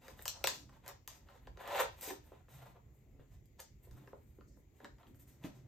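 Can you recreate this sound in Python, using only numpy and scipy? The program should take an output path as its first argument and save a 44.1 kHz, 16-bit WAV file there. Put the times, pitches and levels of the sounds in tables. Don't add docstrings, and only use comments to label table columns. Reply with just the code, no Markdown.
import sys
import numpy as np
from scipy import signal
from scipy.fft import rfft, irfft, next_fast_len
from scipy.io import wavfile
from scipy.ndimage import uniform_filter1d, map_coordinates

SR = 44100
rng = np.random.default_rng(int(sys.argv[2]) if len(sys.argv) > 2 else 0)


def persist_wave(psi):
    counts = np.round(np.clip(psi, -1, 1) * 32767).astype(np.int16)
    wavfile.write(sys.argv[1], SR, np.atleast_2d(counts).T)


N = 250399


def amp(db):
    return 10 ** (np.asarray(db) / 20)


def unit(x):
    return x / np.sqrt(np.mean(x ** 2) + 1e-20)


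def along(points, hz):
    point_hz, values = np.transpose(points)
    return np.interp(np.log(hz + 1), np.log(point_hz + 1), values)


def wobble(rate):
    knots = rng.standard_normal(int(N * rate / SR) + 4)
    return map_coordinates(knots, [np.arange(N) * rate / SR])


def filtered(x, response):
    size = next_fast_len(x.shape[-1] + 8192)
    spectrum = rfft(x, size) * response(np.fft.rfftfreq(size, 1 / SR))
    return irfft(spectrum, size)[..., :x.shape[-1]]


def modes(table):
    def response(f):
        total = 0
        for k, (centre, width, db) in enumerate(table):
            damping = 1j * f * width
            total = total + (-1) ** k * amp(db) * damping / (centre * centre - f * f + damping)
        return total
    return response


def lowpass(hz, corner_hz, order):
    return 1 / (1 + (hz / corner_hz) ** order)


def highpass(hz, corner_hz, order):
    return 1 / (1 + (corner_hz / (hz + 1)) ** order)


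SWING_DB = 30


def swelling(s, swell, hold, fade):
    t = np.arange(N) / SR
    before = np.maximum(s - t, 0) / max(swell, .002)
    after = np.maximum(t - s - max(hold, 0), 0) / max(fade, .002)
    return amp(-SWING_DB * (before + after))


# (relative, per Hz)
AIR_SPECTRUM = [(18, -28.5), (27, -18.5), (40, -3), (60, 1), (100, -4.5), (128, -4), (170, -13.5),
                (400, -21), (800, -34), (1500, -43), (2050, -32.5), (2600, -40.5), (5500, -50), (7100, -41),
                (8500, -56), (13000, -41), (16000, -46)]
# pitch_hz, likeness (1 = the same)
AIR_LIKENESS = [(40, 0.93), (200, 0.61), (700, 0.25), (3000, 0.06)]
# pitch_hz, left_over_right_db
AIR_LEAN = [(100, -1.5), (1000, 2), (3500, 3.5), (6000, 7), (7000, 12), (8500, 9.5), (10000, -1.5)]
AIR_DB = -61.5


def air():
    spectra = signal.stft(rng.standard_normal((2, N + 512)), nperseg=512)[2]
    patches = uniform_filter1d(rng.standard_normal(spectra.shape[1:]), 6, axis=0)
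    patches = uniform_filter1d(patches, 14, axis=1)
    pair = signal.istft(spectra * amp(1.8 * unit(patches)), nperseg=512)[1][:, :N]

    def mid_side(hz):
        turn = np.arccos(np.clip(along(AIR_LIKENESS, hz), -1, 1)) / 2
        return amp(along(AIR_SPECTRUM, hz)) * [np.cos(turn), np.sin(turn)]

    mid, side = filtered(pair, mid_side)
    lean = lambda hz: amp(along(AIR_LEAN, hz) * np.array([[.5], [-.5]]))
    return amp(AIR_DB) * unit(filtered(np.array([mid + side, mid - side]), lean))


# time_s, level_db (before a common trim)
HUM_LEVEL = [(0.0, -90), (0.14, -54), (0.3, -94), (0.49, -55), (0.77, -70.5), (2.398, -82), (2.56, -55.5),
             (2.722, -64.5), (3.241, -65.5), (3.54, -91), (3.98, -55.5), (4.191, -79), (5.089, -65.5),
             (5.469, -55.5), (5.68, -57.5)]
HUM_HZ = 126.3


def hum():
    time_s, level_db = np.transpose(HUM_LEVEL)
    band = filtered(rng.standard_normal(N), modes([(HUM_HZ, 9, 0)]))
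    return amp(np.interp(np.arange(N) / SR, time_s, level_db) - 3.5) * unit(band)


# full_at_s, level_db (before a common trim), swell_s, fade_s
ROCKING = [(.12, -65.5, 0.35, 0.27), (.52, -61.5, 0.16, 0.71), (1.79, -56, 0.56, 0.25),
           (2.14, -68.5, 0.39, 0.51), (3.15, -58.5, 0.043, 0.15), (3.97, -59.5, 0.2, 0.66),
           (4.39, -60.5, 0.041, 0.12), (4.57, -71, 0.064, .6), (4.85, -55, 0.1, 0.11),
           (5.08, -63, 0.22, 0.78), (5.45, -48, .04, 0.11), (5.66, -64.5, 0.44, 0.19)]
RESTING_DB = -80.5


def shifting():
    level = amp(RESTING_DB)
    for s, db, swell, fade in ROCKING:
        level = level + amp(db) * swelling(s, swell, 0, fade)
    air_mode = modes([(270, 170, 0)])
    band = filtered(rng.standard_normal(N), lambda hz: air_mode(hz) ** 2)
    return level * amp(-7 + 1.6 * wobble(25)) * unit(band)


def grit(per_second, spread_db):
    size_db = spread_db * np.minimum(rng.exponential(size=N), 2)
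    slipping = rng.random(N) < per_second / SR
    return rng.standard_normal(N) * (1 + slipping * amp(size_db))


# pitch_hz, width_hz, level_db
PANEL_MODES = [(400, 67, 2), (555.5, 91, 4.67), (768, 88, 1), (918, 42, 1.5), (1015.6, 76, -1),
               (1303, 220, -3.5), (1708, 360, -7.5)]
# pitch_hz, width_hz, level_db
EDGE_MODES = [(1883, 270, -2.5), (2500, 440, -1.5), (3670, 870, -3.5)]
# pitch_hz, width_hz, level_db
LIP_MODES = [(4220, 1200, -2), (5090, 480, 3), (6500, 2100, -1.8)]
# (relative, per Hz)
FIBRE_SPECTRUM = [(5500, -33.5), (7300, -7.5), (8500, 1.5), (10000, -0.5), (13300, 5), (15000, -0.5),
                  (16000, -19)]
# full_pressure_at_s, swell_s, hold_s, fade_s, pressure_db (before layer trims),
# dullness_db (loss per layer from panels up to fibres), lip_share_db (extra for the lip)
FINGER_STROKES = [(0.022, .03, 0.049, 0.27, -60.5, 3.5, -2.5), (0.189, 0.047, 0.043, 0.035, -66.5, 1, -3),
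                  (0.296, 0.0074, 0.027, .09, -60, 14, 20), (0.353, .03, .04, 0.33, -59, 11.5, 16),
                  (0.481, .006, .02, 0.15, -57.5, 0.5, 9.5), (0.695, 0.0051, 0.00067, 0.012, -56, 12.5, 14),
                  (0.744, 0.081, 0.0081, 0.055, -62, 7, -1), (0.882, 0.089, 0.014, 0.057, -50.5, 6, -3.5),
                  (1.103, 0.011, 0.0034, 0.13, -56, 2.5, 2.5), (1.298, 0.15, 0.082, 0.058, -63.5, 6.5, -2),
                  (1.461, .1, .002, .02, -67, 4, -16), (1.595, 0.016, 0.21, 0.19, -50, 7.5, -7.5),
                  (1.746, 0.15, 0.018, 0.028, -35, 7, -5), (1.791, 0.049, 0.018, 0.067, -32, 5.5, -5),
                  (2.013, .006, 0.082, .05, -56.5, -1.7, 0), (2.079, 0.18, 0.022, 0.075, -48, 1.96, -4.5),
                  (2.264, 0.24, 0.053, 0.03, -75, 1.5, -6), (2.344, 0.11, .002, 0.16, -65, 6, -7),
                  (2.49, .015, 0.095, 0.21, -68, 1, -4.5), (2.594, 0.12, 0.086, .1, -62.5, 5, -7),
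                  (2.762, 0.058, .002, .06, -62, 14, -17), (2.958, 0.099, 0.035, .1, -91.5, -2, -18),
                  (3.198, .02, .002, 0.096, -67.5, 4.5, -15), (3.321, 0.076, 0.029, 0.066, -74, 2.3, 0),
                  (3.596, 0.014, 0.0037, 0.043, -50, 5.5, 5.5), (3.617, .03, .03, 0.082, -89, -4, 12.5),
                  (3.849, .06, .002, 0.039, -75, -2, -8), (3.9, .03, 0.1, 0.41, -90, -3.5, -11),
                  (3.98, 0.18, .002, 0.37, -66, 5.5, -2.5), (4.12, .05, 0.0026, .1, -77, 4.5, -19),
                  (4.22, 0.28, 0.16, .1, -90.5, -1.5, -10.5), (4.478, .012, 0.061, 0.096, -97, 0.9, 20.5),
                  (4.586, 0.062, 0.014, 0.04, -95.5, -5.5, -17), (4.77, .06, 0.022, 0.055, -82, -1.2, -2),
                  (4.846, 0.13, .002, 0.054, -61, 5, -12), (4.985, 0.016, 0.1, 0.02, -71, 6.5, -24.5),
                  (5.078, .012, 0.018, 0.069, -82.5, -1.7, -6), (5.15, 0.011, 0.013, .03, -87, -4.5, -15),
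                  (5.196, 0.014, 0.022, .05, -79, -3.5, -3), (5.278, .015, 0.022, .15, -75, -1.6, -2),
                  (5.447, 0.037, 0.003, 0.082, -49, 4.5, -2.5), (5.542, .1, 0.048, 0.054, -72.5, 3.5, 3)]


def rubbing():
    power = np.zeros((4, N))
    for *shape, db, dull_db, lip_db in FINGER_STROKES:
        layers_db = db - dull_db * np.arange(4)
        layers_db[2] += lip_db
        power += (amp(layers_db)[:, None] * swelling(*shape)) ** 2
    drag, scrape, swish, hiss = uniform_filter1d(np.sqrt(power), size=300, axis=1)

    judder = wobble(70)
    slips = grit(per_second=1500, spread_db=7.5)
    fine = slips + grit(per_second=100, spread_db=7.5)

    hollow = lambda hz: modes(PANEL_MODES)(hz) * lowpass(hz, 1700, 4) * highpass(hz, 480, 4)
    dull = lambda hz: modes(EDGE_MODES)(hz) * lowpass(hz, 4100, 6)
    thin = lambda hz: modes(LIP_MODES)(hz) * highpass(hz, 4000, 6)
    fibrous = lambda hz: amp(along(FIBRE_SPECTRUM, hz))

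    panels = drag * amp(-4.5 + 3.1 * judder) * unit(filtered(slips, hollow))
    edges = scrape * amp(-6.5 + 1.1 * judder + 1.8 * wobble(300)) * unit(filtered(slips, dull))
    lip = swish * amp(-5.5 + 1.9 * judder + 0.9 * wobble(150)) * unit(filtered(fine, thin))
    fibres = hiss * amp(-0.7 + 3.4 * judder + 1.4 * wobble(40)) * unit(filtered(fine, fibrous))
    return panels + edges + lip + fibres


# start_s, level_db (layer peak before trim and hardness loss),
# hardness (0 panel knock to 4 tick, may lie beyond), narrowness_db (loss per squared step of hardness)
SNAPS_AND_TAPS = [(.0812, -48, 0.73, -0.1), (.1915, -47, 1.1, 6.5), (.2154, -55.5, 2.5, 1.5),
                  (.2234, -34, 4.67, 10), (.255, -32.5, 3.85, 1), (.2796, -26.5, 3.16, 3.5),
                  (.4408, -22.5, 2.23, 2), (.4722, -22, 2.9, 2.3), (.8619, -51, 1.9, -0.5),
                  (.8789, -33.5, 4.4, 2.5), (1.0762, -36.5, 3.58, 1.76), (1.2865, -53.5, 1.27, 8),
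                  (1.4711, -46.5, 0.9, 3), (1.5723, -49, 0.97, 2), (1.6759, -44.5, 2.4, 1),
                  (2.011, -26, 5.27, 5), (2.1044, -40.5, 0.5, 0.2), (2.3174, -44, 0.047, 21),
                  (2.4824, -55.5, 0.053, 3.5), (2.7646, -57, 0.25, 3), (3.1931, -52.5, 0.078, 12),
                  (3.4565, -61, 3.9, 3), (3.6019, -38.5, 4.6, 2), (3.8694, -51.5, 0.15, 22),
                  (3.911, -61, 2.9, 0.5), (4.0741, -49.5, 0.4, 4), (4.1294, -41.5, .01, 10.5),
                  (4.3844, -58.5, 0.067, 8), (4.4081, -54.5, 1.02, 9), (4.5694, -62.5, 0.0092, 9.5),
                  (4.8014, -51, .4, 5.5), (4.8449, -45.5, 1.46, 2.5), (4.852, -43, 1.14, 12),
                  (4.983, -64, 1.3, 3), (5.031, -56.5, 1.3, 8), (5.0689, -58, 2.1, 15),
                  (5.1452, -67, 0.71, 0), (5.1901, -72, 0.48, 1.2), (5.4385, -47.5, 1.7, 5.5)]
LAYER_TRIM = [.1, -0.014, 0.076, -0.15, -0.042]


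def taps():
    out, t = np.zeros(N + SR), np.arange(4096) / SR

    def rise_filter(hz, corner_hz):
        return (1j * hz / corner_hz / (1 + 1j * hz / corner_hz)) ** 3

    knock = lambda hz: modes(PANEL_MODES)(hz) / (1 + 1j * hz / 700) ** 4
    ring = lambda hz: modes(PANEL_MODES)(hz) * rise_filter(hz, 1100) / (1 + 1j * hz / 2200) ** 3
    crack = modes(EDGE_MODES)
    snap = lambda hz: modes(LIP_MODES)(hz) * rise_filter(hz, 4000)
    tick = lambda hz: amp(along(FIBRE_SPECTRUM, hz))
    responses = [knock, ring, crack, snap, tick]
    t60_s, rise_s = [[.004], [.005], [.006], [.006], [.005]], .0005

    for s, db, hardness, narrow_db in SNAPS_AND_TAPS:
        bursts = rng.standard_normal((5, len(t))) * amp(-60 * t / t60_s) * (1 - np.exp(-t / rise_s))
        bursts[:2] = np.roll(bursts[:2], 30, axis=1)
        layers_db = db + np.array(LAYER_TRIM) - narrow_db * (np.arange(5) - hardness) ** 2
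        contact = np.zeros(len(t))
        for burst, response, layer_db in zip(bursts, responses, layers_db):
            layer = filtered(burst, response)
            contact += amp(layer_db) * layer / np.abs(layer).max()
        out[round(s * SR):][:len(t)] += contact
    return out[:N]


# start_s, level_db (main tone before its onset and decay), pitch_hz, t60_s
THUMPS = [(2.076, -39.5, 425, 0.098), (2.109, -39, 391, 0.099), (3.189, -47, 123.4, 0.036),
          (3.922, -47.5, 76, 0.11), (4.386, -49, 400, 0.045), (5.445, -33, 270, 0.038)]


def bumps():
    out, t = np.zeros(N + SR), np.arange(SR // 4) / SR
    for s, db, hz, t60 in THUMPS:
        ring = np.sin(2 * np.pi * hz * t) + 0.27 * np.sin(2 * np.pi * 0.75 * hz * t)
        onset = 1 - np.exp(-t / 0.00083)
        out[round(s * SR):][:len(t)] += amp(db - 60 * t / t60) * onset * ring
    return out[:N]


# pitch_hz, t60_s
ROOM_DECAY = [(200, 0.23), (1000, 0.25), (5500, 0.32), (9000, 0.15), (14000, 0.12)]
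# pitch_hz, level_db (relative)
TAIL_TONE = [(300, -0.5), (1500, -5), (3500, -4), (6000, 1.5), (8000, -1.5), (14000, -1.5)]
# delay_s, level_db
NEAR_WALLS = [(.00102, -17), (.0058, -12), (0.0136, -18)]


def room(x, tail_db):
    out, step = np.zeros((2, N + SR)), SR // 8
    for start in range(0, N, step):
        hz, t, spectra = signal.stft(rng.standard_normal((2, SR // 3)), SR, nperseg=256)
        fade_db = along(TAIL_TONE, hz)[:, None] - 60 * t / along(ROOM_DECAY, hz)[:, None]
        tail = signal.istft(spectra * amp(fade_db), SR, nperseg=256)[1]
        tail = amp(tail_db) * tail / np.linalg.norm(tail[0])
        tail = np.pad(tail, ((0, 0), (130, 0)))
        for delay, db in NEAR_WALLS:
            tail[:, round(delay * SR)] += amp(db)
        wet = signal.fftconvolve(x[:, start:start + step], tail, axes=1)
        out[:, start:][:, :wet.shape[1]] += wet
    return out[:, :N]


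def scene():
    box = (taps() + rubbing() + bumps() + shifting())[None]
    return box + room(box, tail_db=-1.0) + air() + hum()


# pitch_hz, lead_half_cycles
PORT_LEAD = [(0, 0), (2000, 0), (4700, .2), (6500, -.1), (8300, -.4), (9000, -.7), (9500, -1), (10600, -1),
             (11700, -1.45), (12900, -2), (14300, -2), (15700, -3)]
# pitch_hz, level_db
UNSHARED = [(100, -4.5), (400, -3.5), (1000, 2.5), (2200, -1), (4000, 0.2), (8600, 1.5), (9500, -25),
            (10500, -28), (11300, 0), (12900, -6.5), (14100, -7), (15000, -3)]
# pitch_hz, left_over_right_db
PORT_SHADE = [(200, -0.5), (1500, 0.3), (3500, 2), (5800, 4.5), (7500, 1.5), (9000, 1)]
TOP_HZ = 16500


def record(dry):
    mid = (dry[0] + dry[1]) / 2
    side = filtered((dry[0] - dry[1]) / 2, lambda hz: amp(along(UNSHARED, hz)))

    def ports(hz):
        half_cycles = np.interp(hz, *np.transpose(PORT_LEAD))
        lead = np.exp(.5j * np.pi * half_cycles * np.array([[1], [-1]]))
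        shade = amp(along(PORT_SHADE, hz) * np.array([[.5], [-.5]]))
        return lead * shade * (hz < TOP_HZ)

    return filtered(np.array([mid + side, mid - side]), ports)


dry = scene()
out = record(dry)
persist_wave(out)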